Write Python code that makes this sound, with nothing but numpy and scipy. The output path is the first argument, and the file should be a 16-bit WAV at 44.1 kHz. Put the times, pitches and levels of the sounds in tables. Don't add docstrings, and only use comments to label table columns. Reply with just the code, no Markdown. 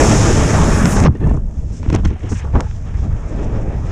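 import sys
import numpy as np
from scipy import signal
from scipy.fft import rfft, irfft, next_fast_len
from scipy.io import wavfile
from scipy.ndimage import uniform_filter1d

SR = 44100
rng = np.random.default_rng(int(sys.argv[2]) if len(sys.argv) > 2 else 0)


def master(y):
    cut = np.clip(np.atleast_2d(y).T, -1, 1)
    pcm = np.round(cut * 32767)
    wavfile.write(sys.argv[1], SR, pcm.astype(np.int16))


N = 172431

# (start [s], length [s], low band [dB], high band [dB])
CLOTH_DRAGS = [(1.201, 0.14, -45.5, -73), (1.723, 0.079, -59, -48), (1.834, 0.18, -45, -62),
               (2.055, 0.137, -45.5, -73), (2.067, 0.027, -56, -49), (2.197, 0.098, -43.5, -56),
               (2.292, 0.11, -47, -40.5), (2.35, 0.103, -42.5, -66), (2.572, 0.1, -54, -56),
               (3.283, .02, -54, -49), (3.42, 0.033, -49, -50), (3.613, .025, -52, -51.5),
               (3.855, 0.024, -53, -51)]
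# (time [s], lowest mode [Hz], level [dB], t60 [s], upper modes [dB])
BUCKLE_HITS = [(0.968, 1545, -8.5, .03, -13), (1.152, 1850, -33, .05, -4), (1.212, 1740, -34, .05, -1),
               (1.238, 1750, -24.5, .045, -3), (1.292, 1786, -28.5, .05, -3), (2.158, 746, -33, 0.1, -20),
               (2.63, 850, -31, .08, -16), (2.665, 855, -28, 0.056, -18)]
# (ratio to lowest [1], level [dB])
BUCKLE_MODES = [(1.52, -5), (1.93, -13), (2.4, -11)]
# (time [s], level [dB])
HUM_LEVEL = [(0, -53), (.55, -34), (.7, -14), (.86, -9.5), (.92, -20.5), (1.04, -13), (1.09, -17.5),
             (1.12, -30), (3.9, -64)]
# (low edge [Hz], high edge [Hz])
SNAP_BANDS_HZ = [(1100, 4800), (340, 1100), (4800, 14000), (100, 340)]
# (time [s], crack [dB], body [dB], sizzle [dB])
LINE_TICKS = [(0.8563, -8, -13, -15), (1.0019, -25, -32, -23), (1.0391, -16, -31, -40),
              (1.073, -21, -24, -60), (1.082, -37, -16.5, -60), (1.152, -47, -36, -53),
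              (1.273, -44, -31, -46), (1.2962, -43, -49, -45), (1.312, -41, -29, -48),
              (1.373, -48, -31, -60), (1.830, -31, -31.5, -52), (1.8891, -31, -49, -44),
              (1.9016, -20, -24, -38), (1.929, -23, -37, -33), (1.950, -24, -42, -26),
              (1.9606, -17, -25.5, -36), (1.987, -40, -36, -52), (2.035, -46, -36, -58),
              (2.0522, -26, -38, -37), (2.105, -31, -39, -58), (2.555, -22, -28, -52),
              (2.6062, -19, -34, -30), (2.712, -33.5, -50, -58)]
# (peak time [s], crack [dB], body [dB], sizzle [dB], thump [dB], half length [s])
CLOTH_FLAPS = [(0.966, -32, -15.5, -27, -14, 0.0036), (1.060, -11, -11, -59, -13.5, 0.013),
               (1.155, -44, -49, -61, -23, 0.013), (1.217, -59, -39, -60, -17.5, 0.0096),
               (1.236, -46, -37, -67, -18.5, 0.0042), (1.269, -44, -24, -56, -15, 0.0093),
               (1.312, -41, -26, -45, -12, 0.0054), (1.346, -60, -31, -46, -21, 0.0074),
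               (1.374, -45, -31.5, -58, -20, 0.0034), (1.861, -54, -37, -52, -18, 0.004),
               (1.877, -56, -40, -58, -32, 0.0036), (1.901, -30, -39, -51, -13, 0.0056),
               (1.928, -23, -31, -48, -6.5, 0.0047), (1.947, -16, -20.5, -38, -10, 0.0092),
               (1.989, -48, -43, -60, -23, .009), (2.054, -19, -30, -40, -18, 0.0093),
               (2.112, -46, -38, -65, -22.5, 0.019), (2.244, -45, -43, -63, -28, 0.019),
               (2.324, -29.5, -28, -35.5, -19.5, 0.01), (2.446, -47, -31.5, -55, -42, 0.013),
               (2.473, -55, -37, -56, -49, 0.0066), (2.561, -34, -18.5, -60, -15.5, 0.017),
               (2.602, -46, -25, -62, -27, 0.017)]
# (time [s], level [dB])
BUFFET_LEVEL = [(0.0, -11), (0.05, -15.5), (0.62, -9.5), (0.85, -15), (1.09, -9), (1.16, -26.5),
                (1.27, -10), (1.52, -21.5), (1.54, -30), (1.59, -18), (1.85, -20), (1.94, -6.5),
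                (1.99, -19.5), (2.07, -9.5), (2.2, -31), (2.25, -14), (2.29, -26), (2.32, -10.5),
                (2.4, -25), (2.47, -13.5), (2.51, -22.5), (2.56, -5), (2.6, -24), (2.65, -16),
                (2.68, -23.5), (3.16, -15), (3.17, -21.5), (3.39, -18.5), (3.4, -16), (3.74, -22),
                (3.8, -18), (3.9, -17)]
# (time [s], knee [Hz])
BUFFET_KNEE = [(0, 150), (.55, 145), (.72, 167), (1.08, 168), (1.15, 89.5), (1.27, 144), (1.45, 62.3),
               (1.75, 72), (1.95, 140), (2.2, 94), (2.45, 100), (2.7, 95), (3.12, 116), (3.22, 74.4),
               (3.4, 118.5), (3.9, 118)]
# (time [s], level [dB], tilt [dB/oct])
AIR_RUSH = [(0, -20, -6.5), (.3, -21.5, -8.5), (.65, -22, -6.5), (.85, -26, -6), (.92, -26.5, -8),
            (1.05, -22, -7), (1.08, -28.5, -14.5), (1.12, -46, -10.5), (1.19, -47.5, -8.5),
            (1.23, -37.5, -16.5), (1.36, -38.5, -12.5), (1.41, -51, -10), (1.75, -49, -15),
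            (1.9, -46.5, -17), (1.99, -36.5, -11), (2.03, -52.5, -4), (2.17, -51.5, -13), (2.4, -42, -6),
            (2.51, -43, -7), (2.58, -34.5, -9.5), (2.69, -52.5, -4), (2.9, -46.5, -6.5), (3.26, -40.5, -9),
            (3.33, -37, -10.5), (3.45, -34.5, -11.5), (3.7, -38, -10), (3.78, -40.5, -8.5),
            (3.9, -38.5, -7.5)]
# (time [s], level [dB], tilt [dB/oct])
AIR_HISS = [(0, -17.5, 2), (.3, -21, -1.5), (.65, -27.5, 4.5), (.85, -25, 9), (.93, -28.5, 21),
            (.97, -22.5, -3), (1.03, -30.5, 10), (1.05, -33, 2), (1.075, -68, 6), (1.15, -67, 17),
            (1.3, -55, 15), (1.45, -58, 0.5), (1.8, -49, -6.5), (2.0, -56, -3), (2.17, -62, 7),
            (2.5, -68, 8), (3.1, -59.5, 5), (3.4, -50, -11.5), (3.65, -59.5, 8), (3.9, -55.5, 6)]
# (frequency [Hz], gain [dB])
CASE_RESPONSE = [(2000, 0), (3300, -4.5), (4100, -7.5), (4700, -8.5), (5400, 1.5), (6300, 2.5),
                 (7700, -2.5), (10400, -17.5), (14900, -39.5)]


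def undb(db):
    return 10 ** (np.asarray(db) / 20)


def unit(x):
    return x / np.sqrt(np.mean(x ** 2))


def curve(t, table):
    table = np.array(table)
    return [np.interp(t, table[:, 0], column) for column in table.T[1:]]


def walk(rate_hz):
    hold = int(SR / rate_hz)
    steps = np.repeat(rng.standard_normal(N // hold + 1), hold)
    return unit(uniform_filter1d(uniform_filter1d(steps, hold), hold)[:N])


def band(x, low_hz, high_hz):
    sos = signal.butter(3, [low_hz, high_hz], "bandpass", fs=SR, output="sos")
    return signal.sosfilt(sos, x) * np.sqrt(SR / 2 / (high_hz - low_hz))


def grit(rate_hz, spread_db):
    return unit(rng.standard_normal(N) * undb(spread_db * walk(rate_hz)))


def decay(x, tau_s):
    return signal.lfilter([1], [1, -np.exp(-1 / (tau_s * SR))], x)


def cloth_crackle(rate_hz=150):
    onsets = rng.random(N) < rate_hz / SR
    level_db = -58 - 2.5 * np.log(1 - rng.random(N))
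    envelope = decay(onsets * undb(level_db), tau_s=.002)
    return band(envelope * rng.standard_normal(N), 1500, 13000)


def cloth_rustle(t, fade_s=.018):
    low = high = 0
    for start_s, length_s, low_db, high_db in CLOTH_DRAGS:
        inside_s = np.minimum(t - start_s, start_s + length_s - t)
        gate = np.clip(inside_s / fade_s + .5, 0, 1)
        low += undb(low_db) * gate
        high += undb(high_db) * gate
    return band(low * grit(160, 2.5), 900, 3300) + band(high * grit(160, 2.5), 4300, 9400)


def buckle_rattle(t, attack_s=.0042):
    out = 0
    for start_s, hz, level_db, t60_s, upper_db in BUCKLE_HITS:
        age_s = np.maximum(t - start_s, 0)
        phase = 2 * np.pi * hz * age_s
        upper = sum(undb(upper_db + db) * np.sin(ratio * phase) for ratio, db in BUCKLE_MODES)
        envelope = undb(level_db - 60 * age_s / t60_s) * np.minimum(age_s / attack_s, 1)
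        out += envelope * (np.sin(phase) + upper)
    return out


def rig_hum(t, centre_hz=185, width_hz=102):
    level_db, = curve(t, HUM_LEVEL)
    return undb(level_db) * band(grit(30.84, 3.5), centre_hz - width_hz / 2, centre_hz + width_hz / 2)


def rig_snaps(t, tick_s=.0016, fray_rate_hz=590, fray_s=.0031, fray_db=-7.5, crack_knee_hz=1320):
    out = 0
    jagged = np.sign(rng.standard_normal(N))
    for k, (low_hz, high_hz) in enumerate(SNAP_BANDS_HZ):
        flaps, push = np.zeros(N), np.zeros(N)
        for peak_s, *levels_db, half_s in CLOTH_FLAPS:
            width_s = half_s * np.where(t < peak_s, .87, 1)
            flaps += undb(levels_db[k]) * np.exp(-((t - peak_s) / width_s) ** 2)
        if k < 3:
            for time_s, *levels_db in LINE_TICKS:
                push[int(time_s * SR)] += undb(levels_db[k])
        frays = (rng.random(N) < fray_rate_hz / SR) * rng.standard_normal(N)
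        push += undb(fray_db) * decay(push, fray_s) * frays
        ticks = np.sqrt(2 * tick_s * SR) * push + decay(push, tick_s) * jagged
        snap = band(flaps * grit(700, 3) + ticks, low_hz, high_hz)
        if k == 0:
            snap = signal.lfilter(*signal.butter(1, crack_knee_hz, fs=SR), snap)
        out += snap
    return out


def rolloff_db(ratio, db_per_oct):
    return db_per_oct * np.log2(1 + ratio ** 4) / 4


def wind(t, buffet_low_hz=16, rush_knee_hz=232, hiss_low_hz=2500, opens_s=.76):
    buffet_level_db, = curve(t, BUFFET_LEVEL)
    knee_hz, = curve(t, BUFFET_KNEE)
    rush_level_db, rush_db_oct = curve(t, AIR_RUSH)
    hiss_level_db, hiss_db_oct = curve(t, AIR_HISS)
    size = next_fast_len(N)
    spectrum = rfft(rng.standard_normal(size))
    octaves = np.log2(np.maximum(np.arange(size // 2 + 1) * SR / size, 1))
    gust_db = -.53 * walk(4.68)
    eddy_db = 1.5 * walk(44.6)
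    patches_db = [walk(12) for _ in range(6)]
    puffs_db = 1.5 * walk(25.1) * (t > opens_s)
    out = 0
    for k, octave in enumerate(np.arange(4, 14.1, .5)):
        hz = 2 ** octave
        window = np.cos(np.pi / 2 * np.clip((octaves - octave) * 2, -1, 1))
        noise = irfft(spectrum * window, size)[:N] * np.sqrt(SR / 2)
        flicker_db = 2 * walk(21.8) * min(hz / 150, 1)
        sway_db = gust_db + patches_db[k // 4] + flicker_db
        buffet_db = buffet_level_db - 10 * np.log10(knee_hz) + sway_db
        buffet_db -= rolloff_db(hz / knee_hz, 21) + rolloff_db(buffet_low_hz / hz, 12)
        rush_db = rush_level_db - 30 + sway_db + eddy_db
        rush_db += rush_db_oct * np.log2(np.hypot(hz, rush_knee_hz) / 800)
        rush_db -= 40 * np.log10(np.hypot(1, rush_knee_hz / 2 / hz))
        hiss_db = hiss_level_db - 41 + puffs_db + hiss_db_oct * np.log2(hz / 6500)
        hiss_db -= 40 * np.log10(np.hypot(1, hiss_low_hz / hz))
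        out += noise * np.sqrt(undb(buffet_db) ** 2 + undb(rush_db) ** 2 + undb(hiss_db) ** 2)
    return out


def scene():
    t = np.arange(N) / SR
    mix = wind(t) + rig_hum(t) + rig_snaps(t) + cloth_rustle(t) + cloth_crackle() + buckle_rattle(t)
    return mix[None]


def record(dry):
    size, top_hz = 1024, 14700
    case_hz, case_db = np.array(CASE_RESPONSE).T
    bins_hz = np.arange(size // 2 + 1) * SR / size
    gain_db = np.interp(np.log(bins_hz + 1), np.log(case_hz), case_db)
    cepstrum = irfft(np.log(undb(gain_db)), size)
    cepstrum[1:size // 2] *= 2
    cepstrum[size // 2 + 1:] = 0
    impulse = irfft(np.exp(rfft(cepstrum)), size)
    coloured = signal.fftconvolve(np.tanh(dry), impulse[None])[:, :N]
    return signal.sosfilt(signal.ellip(8, .2, 70, top_hz, fs=SR, output="sos"), coloured)


dry = scene()
out = record(dry)
master(out)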